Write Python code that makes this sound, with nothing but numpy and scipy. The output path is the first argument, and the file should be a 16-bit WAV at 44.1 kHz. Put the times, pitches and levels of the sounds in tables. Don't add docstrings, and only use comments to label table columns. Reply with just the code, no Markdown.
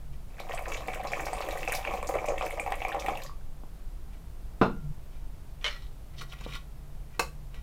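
import sys
import numpy as np
from scipy import signal
from scipy.fft import rfft, irfft, next_fast_len
from scipy.io import wavfile
from scipy.ndimage import uniform_filter1d, map_coordinates

SR = 44100
rng = np.random.default_rng(int(sys.argv[2]) if len(sys.argv) > 2 else 0)


def digitize_waveform(pressure):
    field = np.atleast_2d(pressure).T
    bounded = np.clip(field, -1, 1)
    quanta = np.round(bounded * 32767).astype(np.int16)
    wavfile.write(sys.argv[1], SR, quanta)


def nominal_scale(level):
    x = np.asarray(level, float) / 20
    return 10 ** x


N = 336394


def unit(x):
    return x / np.sqrt(np.mean(x ** 2) + 1e-20)


def along(points, hz):
    f, v = np.transpose(points)
    return np.interp(np.log(hz + 1), np.log(f + 1), v)


def wobble(rate):
    knots = rng.standard_normal(int(N * rate / SR) + 4)
    return map_coordinates(knots, [np.arange(N) * rate / SR])


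def filtered(x, response):
    m = next_fast_len(len(x) + 8192)
    return irfft(rfft(x, m) * response(np.fft.rfftfreq(m, 1 / SR)), m)[:len(x)]


def noise(spectrum, size=N):
    return unit(filtered(rng.standard_normal(size), lambda hz: nominal_scale(along(spectrum, hz))))


def resonant(x, modes):
    def response(f):
        total = 0
        for k, (centre, width, db) in enumerate(modes):
            total = total + (-1) ** k * nominal_scale(db) * 1j * f * width / (centre ** 2 - f ** 2 + 1j * f * width)
        return total
    return filtered(x, response)


def blips(s, db, hz, cycles, rise, size=900):
    turns = hz[:, None] * np.arange(size) / SR
    life = turns / cycles[:, None]
    tone = np.sin(2 * np.pi * turns * (1 + rise * np.minimum(life, 3)))
    rows = nominal_scale(db)[:, None] * tone * np.exp(-life) * (1 - np.exp(-2 * turns))
    at = (s * SR).astype(int)[:, None] + np.arange(size)
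    return np.bincount(at.ravel(), rows.ravel(), N + SR)[:N]


def swarm(count, hz, spread, cycles, scatter_db, rise=0.023):
    pour_s = 3.6
    u, v, w = rng.random((count, 3)).T
    pitch = np.clip(hz * np.exp(spread * rng.standard_normal(count)), 200, 15000)
    db = scatter_db * np.minimum(-np.log(1 - v), 3)
    grains = blips(pour_s * u, db, pitch, cycles * (0.5 + w), rise=rise, size=400)
    return grains / np.sqrt(np.mean(grains[:int(pour_s * SR)] ** 2))


def gush(events, db, t60):
    kicks = np.bincount((events * SR).astype(int), nominal_scale(db), N)
    return signal.lfilter([1], [1, -nominal_scale(-60 / t60 / SR)], kicks)


def patchy(x, patchy_db):
    z = signal.stft(x, nperseg=256)[2]
    field = uniform_filter1d(rng.standard_normal(z.shape), size=8, axis=0)
    field = uniform_filter1d(field, size=8, axis=1)
    return signal.istft(z * nominal_scale(patchy_db * unit(field)), nperseg=256)[1][:N]


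def dribble(rows, modes, weaker_db, after_db):
    s, db, hz, _ = np.transpose(rows)
    u, v, w = rng.random((len(s), 3)).T
    late = s + 0.013 + 0.006 * u
    weak = (db + db.mean()) / 2 + weaker_db + 3 * (2 * w - 1)
    pitch = np.array(modes)[(v * len(modes)).astype(int), 0]
    return np.hstack([np.transpose(rows), [late, weak, pitch, 0 * s + after_db]])


# (time [s], strength [dB])
FLOW = [(.28, -64), (.38, -49.5), (.62, -45.5), (1.8, -38.5), (2.2, -47), (2.9, -45.5), (3.19, -44.5),
        (3.34, -63), (3.45, -97)]


def pour():
    flow_s, flow_db = np.transpose(FLOW)
    gurgle_db = np.interp(np.arange(N) / SR, flow_s, flow_db, -120, -120)
    slapping, spatter = slaps(gurgle_db)
    bubbling = bubbles(gurgle_db - 14)
    spray_db = -59.5 + 0.86 * (gurgle_db + 44)
    return slapping + bubbling + spray(spray_db, spatter)


# (time [s], peak level [dB], pitch of the cavity [Hz], gush that follows [dB])
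SLUGS = [(0.402, -20.5, 710, -12.5), (0.495, -16.5, 716, -12), (0.592, -18, 716, -23), (0.665, -25, 635, 1),
         (0.883, -19.5, 716, 0), (1.05, -18, 740, -13), (1.1185, -24.5, 760, 0.5), (1.169, -22.5, 600, -1),
         (1.331, -17, 720, -7.5), (1.4055, -12.5, 695, -9.5), (1.487, -19.5, 553, -14),
         (1.677, -29.5, 740, 11.5), (1.873, -18.5, 740, -1), (1.911, -19, 1080, -6.5),
         (1.9375, -15, 754, -10), (2.028, -13.5, 1047, -31), (2.09, -15, 754, -5), (2.14, -19, 500, 2.5),
         (2.243, -18, 563, 1), (2.285, -19, 465, 0), (2.32, -17, 490, -21), (2.41, -16.5, 1150, -6.5),
         (2.574, -21.5, 760, 0), (2.6625, -17, 774, -1.5), (2.72, -12.5, 760, -22), (2.85, -19, 754, 1.5),
         (2.946, -14.5, 790, -7.5), (3.045, -22, 760, -4), (3.084, -10.5, 760, -9), (3.119, -35, 560, -9),
         (0.537, -17, 665, -14), (0.754, -23.5, 600, -16), (0.807, -20.5, 624, -31), (0.959, -24, 611, -25),
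         (0.996, -24.5, 766, 0), (1.267, -21.5, 725, -11), (1.385, -34, 538, -23), (1.525, -33, 760, 2),
         (1.584, -42, 727, -24), (1.787, -26, 760, -22), (1.849, -18.5, 1005, -28),
         (2.153, -13, 553, -11.5), (2.217, -25, 517, -9), (2.425, -17, 800, -4.5), (2.463, -32, 590, -12),
         (2.525, -29, 534, -2), (2.675, -19, 790, -19), (2.818, -21, 754, -12), (2.921, -29, 770, -16),
         (3.063, -26, 815, -21)]
# (frequency [Hz], width [Hz], level [dB])
JUG_AIR = [(199, 22, -9), (312, 34, -7.5), (447, 100, -6), (560, 64, 1.5), (760, 67, 1), (1033, 220, -6.5),
           (1288, 170, -10), (1850, 65, -41), (2300, 450, -6.5)]


def slaps(gurgle_db):
    s, db, hz, gush_db = dribble(SLUGS, modes=JUG_AIR[3:6], weaker_db=-10.5, after_db=-42)
    slap = blips(s, db, 0 * s + 1300, 0 * s + 0.5, rise=0, size=200)
    cavity = blips(s, db, hz, 2 + 3 * rng.random(len(s)), rise=0.014, size=1600)
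    slugs = nominal_scale(12.0) * resonant(slap, JUG_AIR) + nominal_scale(-13.5) * slap + nominal_scale(-6.5) * cavity
    grains = swarm(count=2000, hz=976, spread=0.552, cycles=1.27, scatter_db=1.0)
    churn = nominal_scale(gurgle_db - 7.0) + gush(s, db + gush_db - 18.5, t60=0.29)
    gurgle = churn * unit(resonant(grains, JUG_AIR))
    spatter = gush(s, db - 38.0, t60=0.022)
    return slugs + gurgle, spatter


# (time [s], peak level [dB], pitch [Hz], froth that follows [dB])
BUBBLES = [(0.3836, -36.5, 2300, -10.5), (0.5114, -27, 1870, -14), (0.5742, -25, 1870, -13),
           (0.7184, -25.5, 2600, -9), (0.883, -23, 1970, -18), (0.9329, -23.5, 2270, -15.5),
           (1.1185, -24, 2270, -22.5), (1.1344, -12.5, 2270, -23), (1.1948, -27, 2270, -11),
           (1.2675, -35, 2380, -8), (1.3325, -29, 1880, -24), (1.4218, -32, 2400, -14),
           (1.5096, -28, 2680, -17), (1.5739, -22.5, 1870, -35), (1.6767, -12, 2460, -29),
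           (1.7211, -17.5, 2230, -18), (1.8503, -18, 2620, -20), (1.8748, -15.5, 2250, -34),
           (2.0279, -20.5, 2270, -42), (2.1865, -20, 2210, -40), (2.2838, -21, 2300, -33),
           (2.4105, -21.5, 2320, -16), (2.5083, -20.5, 2120, -21.5), (2.5971, -13, 2270, -56),
           (2.7228, -21, 1870, -17.5), (2.8186, -23, 2270, -17), (2.85, -14, 2240, -26),
           (2.9189, -19.5, 1720, -16), (3.084, -23, 2300, -16), (3.1738, -24, 2600, -31),
           (0.4895, -40, 1760, -20), (0.6556, -37, 2670, -10), (0.7439, -22, 2600, -21),
           (0.9954, -32, 2260, -20), (1.0363, -31, 1940, -12), (1.0717, -27, 2430, -29),
           (1.3805, -26, 2520, -22), (1.4872, -24.5, 1850, -26), (1.6309, -25, 1920, -20),
           (1.7023, -24, 2620, -28), (1.9372, -38, 2370, -24), (1.9731, -29, 2390, -25),
           (2.0006, -43, 1920, -28), (2.1398, -25, 1910, -15.5), (2.3792, -24.5, 1920, -20),
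           (2.4625, -27, 2380, -14), (2.6626, -30, 2170, -26), (2.8043, -24, 2170, -31),
           (2.8906, -20, 2300, -32), (3.0617, -25, 2270, -18.5)]
# (time [s], peak level [dB], pitch [Hz])
DRIPS = [(1.738, -26, 2400), (1.752, -23, 2250), (1.938, -34, 2290), (3.135, -32, 2240),
         (3.154, -32, 2730), (3.156, -35, 3370), (3.248, -36.5, 1090), (3.25, -39, 560),
         (2.9937, -34, 3500), (3.0225, -27, 2280), (3.153, -26.5, 806), (3.202, -35, 1790),
         (3.219, -35, 2400), (3.262, -37, 1850), (3.295, -33.5, 1110), (3.315, -43, 1120),
         (3.412, -51, 1560)]
# (frequency [Hz], width [Hz], level [dB])
MOUTH = [(1510, 560, -11), (1870, 116, -2), (2270, 107, 0.5), (2620, 130, 1.5), (3300, 1000, -9.5)]


def bubbles(bubbling_db):
    s, db, hz, froth_db = dribble(BUBBLES, modes=MOUTH[1:4], weaker_db=-27, after_db=-23.5)
    single = nominal_scale(-5.5) * blips(s, db, hz, 3.9 + 3 * rng.random(len(s)), rise=0.02)
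    drip_s, drip_db, drip_hz = np.transpose(DRIPS)
    drips = blips(drip_s, drip_db, drip_hz, 0 * drip_s + 4, rise=0.0066)
    ticks = swarm(count=1500, hz=2200, spread=0.36, cycles=1.6, scatter_db=4)
    plinks = swarm(count=450, hz=2100, spread=0.33, cycles=3, scatter_db=2.5, rise=0.06)
    froth = unit(resonant(ticks, MOUTH)) + nominal_scale(-9) * plinks
    level = nominal_scale(bubbling_db + 0.4 * wobble(31.8)) + gush(s, db + froth_db, t60=0.06)
    return single + drips + level * froth


# (time [s], peak level [dB], centre [Hz])
SPRAY = [(0.399, -29, 4040), (0.547, -26.5, 8500), (0.683, -26, 7240), (0.719, -31, 7070),
         (0.736, -27.5, 7000), (0.53, -24.5, 3300), (0.9323, -34, 7840), (1.85, -29, 3300),
         (1.127, -31, 3300), (0.77, -25.5, 4120), (0.874, -37, 3970), (1.736, -20.5, 4000),
         (2.705, -38, 3600), (2.997, -24.5, 3700), (3.062, -31, 3600), (3.22, -33, 4200),
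         (1.072, -26.5, 5500), (1.124, -29.5, 7100), (1.207, -34, 7750), (1.255, -26.5, 5600),
         (1.332, -27, 8750), (1.414, -28, 4480), (1.509, -25.5, 4050), (1.5733, -30, 9300),
         (1.6837, -25, 6850), (1.722, -31, 7050), (1.75, -19.5, 5840), (2.0716, -24, 7200),
         (2.2583, -27.5, 7540), (2.285, -25, 7000), (2.383, -30.5, 7200), (2.452, -27.5, 5200),
         (2.504, -35, 9900), (2.6, -27.5, 9100), (2.884, -35, 6300), (2.9972, -24.5, 6360),
         (2.82, -53, 3400), (3.235, -30.5, 6860), (3.264, -31.5, 5000), (3.152, -39, 4500)]
# (frequency [Hz], level [dB per Hz])
FIZZ = [(1760, -63), (3000, 2), (4440, 2.5), (7150, 5.5), (7890, 1.5), (9600, -3.5), (14500, -0.5),
        (16000, -9)]
# (time [s], peak level [dB])
PRICKS = [(0.4002, -42), (0.5289, -54), (0.5474, -47), (0.5918, -40), (0.6232, -39), (0.6816, -49),
          (0.719, -37), (0.7644, -43), (0.8753, -37), (0.931, -44), (0.945, -33.5), (1.0358, -39),
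          (1.0707, -47), (1.1181, -39), (1.1859, -47), (1.207, -33), (1.2553, -35), (1.3316, -44),
          (1.368, -42), (1.4214, -43), (1.4478, -40), (1.4872, -35), (1.525, -38), (1.575, -37),
          (1.6135, -45), (1.65, -39), (1.722, -22), (1.7514, -24), (1.8739, -50), (2.028, -38),
          (2.073, -45), (2.0907, -32), (2.26, -37), (2.3822, -41), (2.4613, -32), (2.5055, -34.5),
          (2.598, -38), (2.6252, -48), (2.705, -41), (2.7555, -38), (2.8835, -35), (2.9185, -44),
          (2.9973, -48), (3.062, -35), (3.152, -46), (3.1734, -37), (3.219, -43), (3.2363, -36)]
# (frequency [Hz], level [dB per Hz])
PRICK = [(2500, -40), (5000, 1), (8000, 7.5), (13500, 5.5), (16000, -1.5)]


def spray(spray_db, spatter):
    fizz = noise(FIZZ) + 0.6 * swarm(count=5000, hz=7000, spread=0.5, cycles=3.5, scatter_db=4.5)
    out = (nominal_scale(spray_db - 3.0 + 3.2 * wobble(22.47)) + spatter) * fizz
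    t = np.arange(SR // 4) / SR
    dying = nominal_scale(-17.5 - 60 * t / 0.0068) + nominal_scale(-19.5 - 60 * t / 0.13)
    for s, db, hz in SPRAY:
        top_db = -20 + (db + 14.5)
        colour = [(1200, -40), (hz / 1.58, -10), (hz, 0), (hz * 1.09, -8), (16000, top_db)]
        out[round(s * SR):][:len(t)] += nominal_scale(db) * dying * noise(colour, size=len(t))
    t = t[:3000]
    dying = nominal_scale(-9.0 - 60 * t / 0.0086) + nominal_scale(-17.5 - 60 * t / 0.12)
    for s, db in PRICKS:
        out[round(s * SR):][:len(t)] += nominal_scale(db) * dying * noise(PRICK, size=len(t))
    return patchy(out, patchy_db=2.5)


def struck(blows, modes, colour, ring_db, crack_db, crack_t60, attack=0.00056, rough_db=3, detune=0,
           size=SR // 2):
    out, t = np.zeros(N + SR), np.arange(size) / SR
    knots = np.arange(0, 0.51, 0.012)
    for s, db in blows:
        ring = 0
        for hz, level, t60 in modes:
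            strength = level + rng.normal(0, 1.0)
            sway = rng.standard_normal(len(knots)) * np.minimum(knots / 0.091, 1)
            fade = nominal_scale(strength - 60 * t / t60 + rough_db * np.interp(t, knots, sway))
            pitch = hz * (1 + detune * rng.standard_normal())
            ring = ring - fade * np.sin(2 * np.pi * pitch * t)
        crack = nominal_scale(crack_db - 60 * t / crack_t60) * noise(colour, size=len(t))
        onset = 1 - np.exp(-t / attack)
        out[round(s * SR):][:len(t)] += nominal_scale(db) * (nominal_scale(ring_db) * ring + crack) * onset
    return out[:N]


# (time [s], peak level [dB])
FLASK_BLOWS = [
    (4.6141, -12),
]
# (time [s], peak level [dB])
ROCKING = [
    (4.662, -14.5),
    (4.697, -31),
]
# (frequency [Hz], level [dB], t60 [s])
TABLE = [(147.5, -7.5, 0.44), (316, 12.5, 0.025), (170.5, -2.5, 0.25), (212, -8, 0.19), (277, -5, 0.14),
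         (357, 5, 0.16), (446, 7, 0.12), (623, 3.5, 0.051), (754, -18, 0.2), (1013, 8, 0.032),
         (1190, 0, 0.13)]
# (frequency [Hz], level [dB], t60 [s])
FLASK = [(1379, -13, 0.45), (1434, -3, 0.26), (2606, -22, 0.22), (2789, -21, .22), (3585, -22, 0.24),
         (3725, -15, 0.07), (4125, -22, 0.26), (5330, -27, .2)]
# (frequency [Hz], level [dB per Hz])
THUD = [(59, -48), (110, -35), (180, 3.5), (462, -11), (594, -1.5), (1460, -9), (1770, -21.5), (2690, -23),
        (15000, -63)]
# (frequency [Hz], level [dB per Hz])
PAT = [(100, -26), (250, 13), (500, 2), (1100, -5), (2000, -49), (8000, -40)]


def flask():
    thump = struck(FLASK_BLOWS, TABLE, THUD, ring_db=-11.5, crack_db=-5.0, crack_t60=0.17,
                   attack=0.00072, rough_db=7.5)
    steel = struck(FLASK_BLOWS, FLASK, THUD, ring_db=-10.5, crack_db=-60, crack_t60=0.01,
                   attack=0.012, rough_db=1.2)
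    rocking = struck(ROCKING, TABLE[:7], PAT, ring_db=-22.0, crack_db=-10.5, crack_t60=0.042)
    return thump + steel + rocking


# (time [s], peak level [dB])
LID_BLOWS = [
    (5.612, -51),
    (5.643, -22.5),
    (5.653, -27),
    (5.662, -25.5),
    (5.669, -32),
    (5.678, -28.5),
]
# (time [s], peak level [dB])
LID_SETTLES = [
    (5.697, -40),
    (5.709, -34.5),
    (5.726, -43),
    (5.745, -43),
    (5.762, -41.5),
    (5.822, -48),
]
# (frequency [Hz], level [dB], t60 [s])
LID = [(448, -5, 0.1), (600, -4, 0.23), (1610, -10, .08), (2600, -9, 0.042), (1260, -21, 0.13),
       (1920, 4, 0.11), (2195, 7.5, 0.078), (3050, 15, 0.036), (3510, 12, 0.026), (3940, -4, .05),
       (4140, 6.5, 0.03), (5900, -1, 0.042)]
# (frequency [Hz], level [dB], t60 [s])
LID_RIM = [(1304, 2, 0.059), (2050, -9, 0.046), (3520, 0, .05), (4170, 1, 0.07), (5300, -2, .05)]
# (frequency [Hz], level [dB per Hz])
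SNAP = [(180, -61), (300, -29), (606, -11), (898, -4), (959, 0), (3120, -1.5), (3980, -5), (5710, -11),
        (15000, -35)]


def lid():
    click = struck(LID_BLOWS, LID, SNAP, ring_db=-15.0, crack_db=-6.0, crack_t60=0.071,
                   attack=0.0005, rough_db=-3, detune=0.0376, size=8000)
    rattle = struck(LID_SETTLES, LID_RIM, SNAP, ring_db=-9.5, crack_db=-7, crack_t60=0.038,
                    attack=0.0006, rough_db=11, detune=0.0205, size=5000)
    return click + rattle


# (time [s], peak level [dB])
SPOON_BLOWS = [
    (6.408, -44),
    (7.194, -18),
    (7.222, -35.5),
    (7.544, -50.5),
    (7.627, -47),
]
# (frequency [Hz], level [dB], t60 [s])
JUG_WALL = [(465, -3, 0.067), (531, -6, 0.1), (720, -6.5, 0.095), (935, 1, 0.036), (1142, -0.5, 0.081),
            (1213, -8, 0.071), (1560, 0, 0.043), (2100, -6, 0.057), (2620, -1.5, 0.056), (2665, -26, 0.26),
            (4110, 0, 0.023), (5460, -16, 0.1), (6960, -9.5, 0.04)]
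# (frequency [Hz], level [dB per Hz])
TAP = [(150, -22), (250, -16.5), (459, -5.5), (1130, -3.5), (1840, -14.5), (2690, -9.5), (3370, -24.5),
       (4230, -14.5), (15800, -28.5)]


def spoon():
    return struck(SPOON_BLOWS, JUG_WALL, TAP, ring_db=-4, crack_db=-2.5, crack_t60=0.069, rough_db=-4)


# (middle [s], level [dB], half length [s], centre [Hz])
SCRAPE = [(0.138, -54.5, 0.0084, 2540), (4.139, -58, 0.018, 2400), (5.141, -59.5, 0.023, 2500),
          (5.631, -48, 0.011, 2470), (5.726, -45, 0.035, 2200), (5.83, -55, 0.032, 3520),
          (6.227, -40, 0.0099, 483), (6.145, -55, 0.011, 2200), (6.195, -40.5, 0.014, 4300),
          (6.216, -34.5, 0.0053, 1850), (6.322, -45, 0.0067, 3100), (6.333, -44, 0.005, 2450),
          (6.337, -51, 0.0039, 1800), (6.331, -41.5, 0.0074, 1100), (6.195, -51, 0.0086, 3000),
          (6.217, -49, 0.012, 5700), (6.302, -52, 0.012, 5600), (6.491, -44.5, 0.016, 1080),
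          (6.552, -39, 0.0052, 2360), (6.556, -52, 0.015, 5200), (6.4, -52.5, 0.034, 2840),
          (6.446, -42.5, 0.0076, 3700), (6.514, -46, 0.041, 2740), (6.547, -39, 0.018, 3420),
          (6.559, -38.5, 0.0078, 1560), (6.593, -61, 0.012, 2500), (7.14, -57.5, 0.024, 2500),
          (7.566, -51, 0.023, 2510)]
# (frequency [Hz], width [Hz], level [dB])
STEEL = [(1107, 48, -1), (1405, 50, 3.5), (1938, 22, 4), (2360, 130, 1.5), (3080, 260, -5.5),
         (3800, 130, 3.5), (4350, 98, -6), (5140, 140, 0.5), (5860, 97, -2.5)]


def scrape():
    out, t = np.zeros(N + SR), np.arange(-SR // 10, SR // 10) / SR
    for s, db, half, hz in SCRAPE:
        colour = [(200, -26), (hz / 7.7, -14), (hz, 0), (hz * 1.54, -10), (16000, -21)]
        swell = np.exp(-(t / half) ** 2 / 2)
        crackle_db = 3.2 * np.repeat(rng.standard_normal(len(t) // 60 + 1), 60)[:len(t)] - 1
        grit = noise(colour, size=len(t)) * swell * nominal_scale(crackle_db)
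        ring = resonant(grit, [(c, w, g + rng.normal(0, 0.89)) for c, w, g in STEEL])
        out[round(s * SR) - SR // 10:][:len(t)] += nominal_scale(db) * (0.28 * grit + ring)
    return out[:N]


# (time [s], peak level [dB], pitch [Hz])
GRIT = [(4.6162, 4, 306), (7.544, -37, 2700), (4.6139, -15, 1150), (4.6138, -33, 3830), (6.184, -48, 4120),
        (6.1857, -40, 3100), (6.1903, -43, 3900), (6.198, -39, 4400), (6.214, -43, 4350),
        (6.324, -30, 3050), (6.327, -35, 3400), (6.335, -32, 2370), (6.34, -37, 2000), (6.45, -39, 3600),
        (6.457, -39, 4000), (6.486, -39, 3500), (6.5253, -33, 2400), (6.5389, -33, 3940),
        (6.5477, -29, 2430), (6.553, -33, 3640)]


def crumbs():
    s, db, hz = np.transpose(GRIT)
    return blips(s, db - 0.5, hz, 3.3 * hz / 3000, rise=-0.012)


# (time [s], peak level [dB])
SOFT_BLOWS = [
    (3.636, -40.5),
    (6.464, -27),
]


def pats():
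    modes = [(340, 11.7, 0.0031), (760, 7.0, 0.0059)]  # (frequency [Hz], level [dB], t60 [s])
    return struck(SOFT_BLOWS, modes, PAT, ring_db=-0.5, crack_db=1.5, crack_t60=0.022,
                  attack=0.00079, size=4000)


# (frequency [Hz], t60 [s])
ROOM = [(150, 0.57), (500, 0.2), (2000, 0.22), (10000, 0.26)]


def room(x):
    hz, t, z = signal.stft(rng.standard_normal(SR // 2), SR, nperseg=256)
    tail = signal.istft(z * nominal_scale(-60 * t / along(ROOM, hz)[:, None]), SR, nperseg=256)[1]
    return signal.fftconvolve(np.pad(x, (200, 0)), tail / np.linalg.norm(tail))[:N]


# (frequency [Hz], level [dB per Hz])
RUMBLE = [(7.1, -18), (12, 8.5), (35, -2.5), (60, -4.5), (75, -23.5), (87, -13), (113, -18), (145, -16.5),
          (219, -30), (277, -44.5), (400, -33.5), (520, -39), (880, -120)]
# (frequency [Hz], level [dB per Hz])
HISS = [(120, -51), (200, 0), (328, -2.5), (424, -9), (647, -5), (1840, -16.5), (2250, -17.5), (6170, -23),
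        (15100, -23.5), (16000, -33)]
# (middle [s], level [dB], half length [s])
DRONE = [(0.12, -50.5, 0.052), (0.6, -63, 0.082), (1.59, -54.5, 0.1), (2.14, -56, 0.049), (3.5, -72, 0.05),
         (4.857, -37, 0.025), (4.91, -35, 0.007), (5.3, -66, 0.22), (6.23, -50, 0.12), (6.5, -50.5, 0.063),
         (6.852, -50, 0.1), (7.41, -52.5, 0.15), (7.597, -65, 0.048)]


def air():
    t = np.arange(N) / SR
    swell = sum(nominal_scale(db) * np.exp(-((t - s) / half) ** 2 / 2) for s, db, half in DRONE)
    drone_hz = 143 + 5 * wobble(7.4)
    drone = np.sqrt(2) * np.sin(2 * np.pi * np.cumsum(drone_hz) / SR)
    hiss = nominal_scale(-59 + 0.3 * wobble(1.14)) * noise(HISS)
    return nominal_scale(-38.5) * noise(RUMBLE) + swell * drone + hiss


def scene():
    water = pour()
    things = flask() + lid() + spoon() + pats() + crumbs() + scrape()
    echoes = room(nominal_scale(-7.0) * water + nominal_scale(-8.5) * things)
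    return (water + things + echoes + air())[None]


def band_limit(x):
    return signal.sosfilt(signal.butter(12, 16520, fs=SR, output="sos"), x)


def record(dry):
    mix = filtered(dry[0], lambda hz: np.clip((15930 - hz) / 40, 0, 1))[None]
    return band_limit(mix)


dry = scene()
out = record(dry)
digitize_waveform(out)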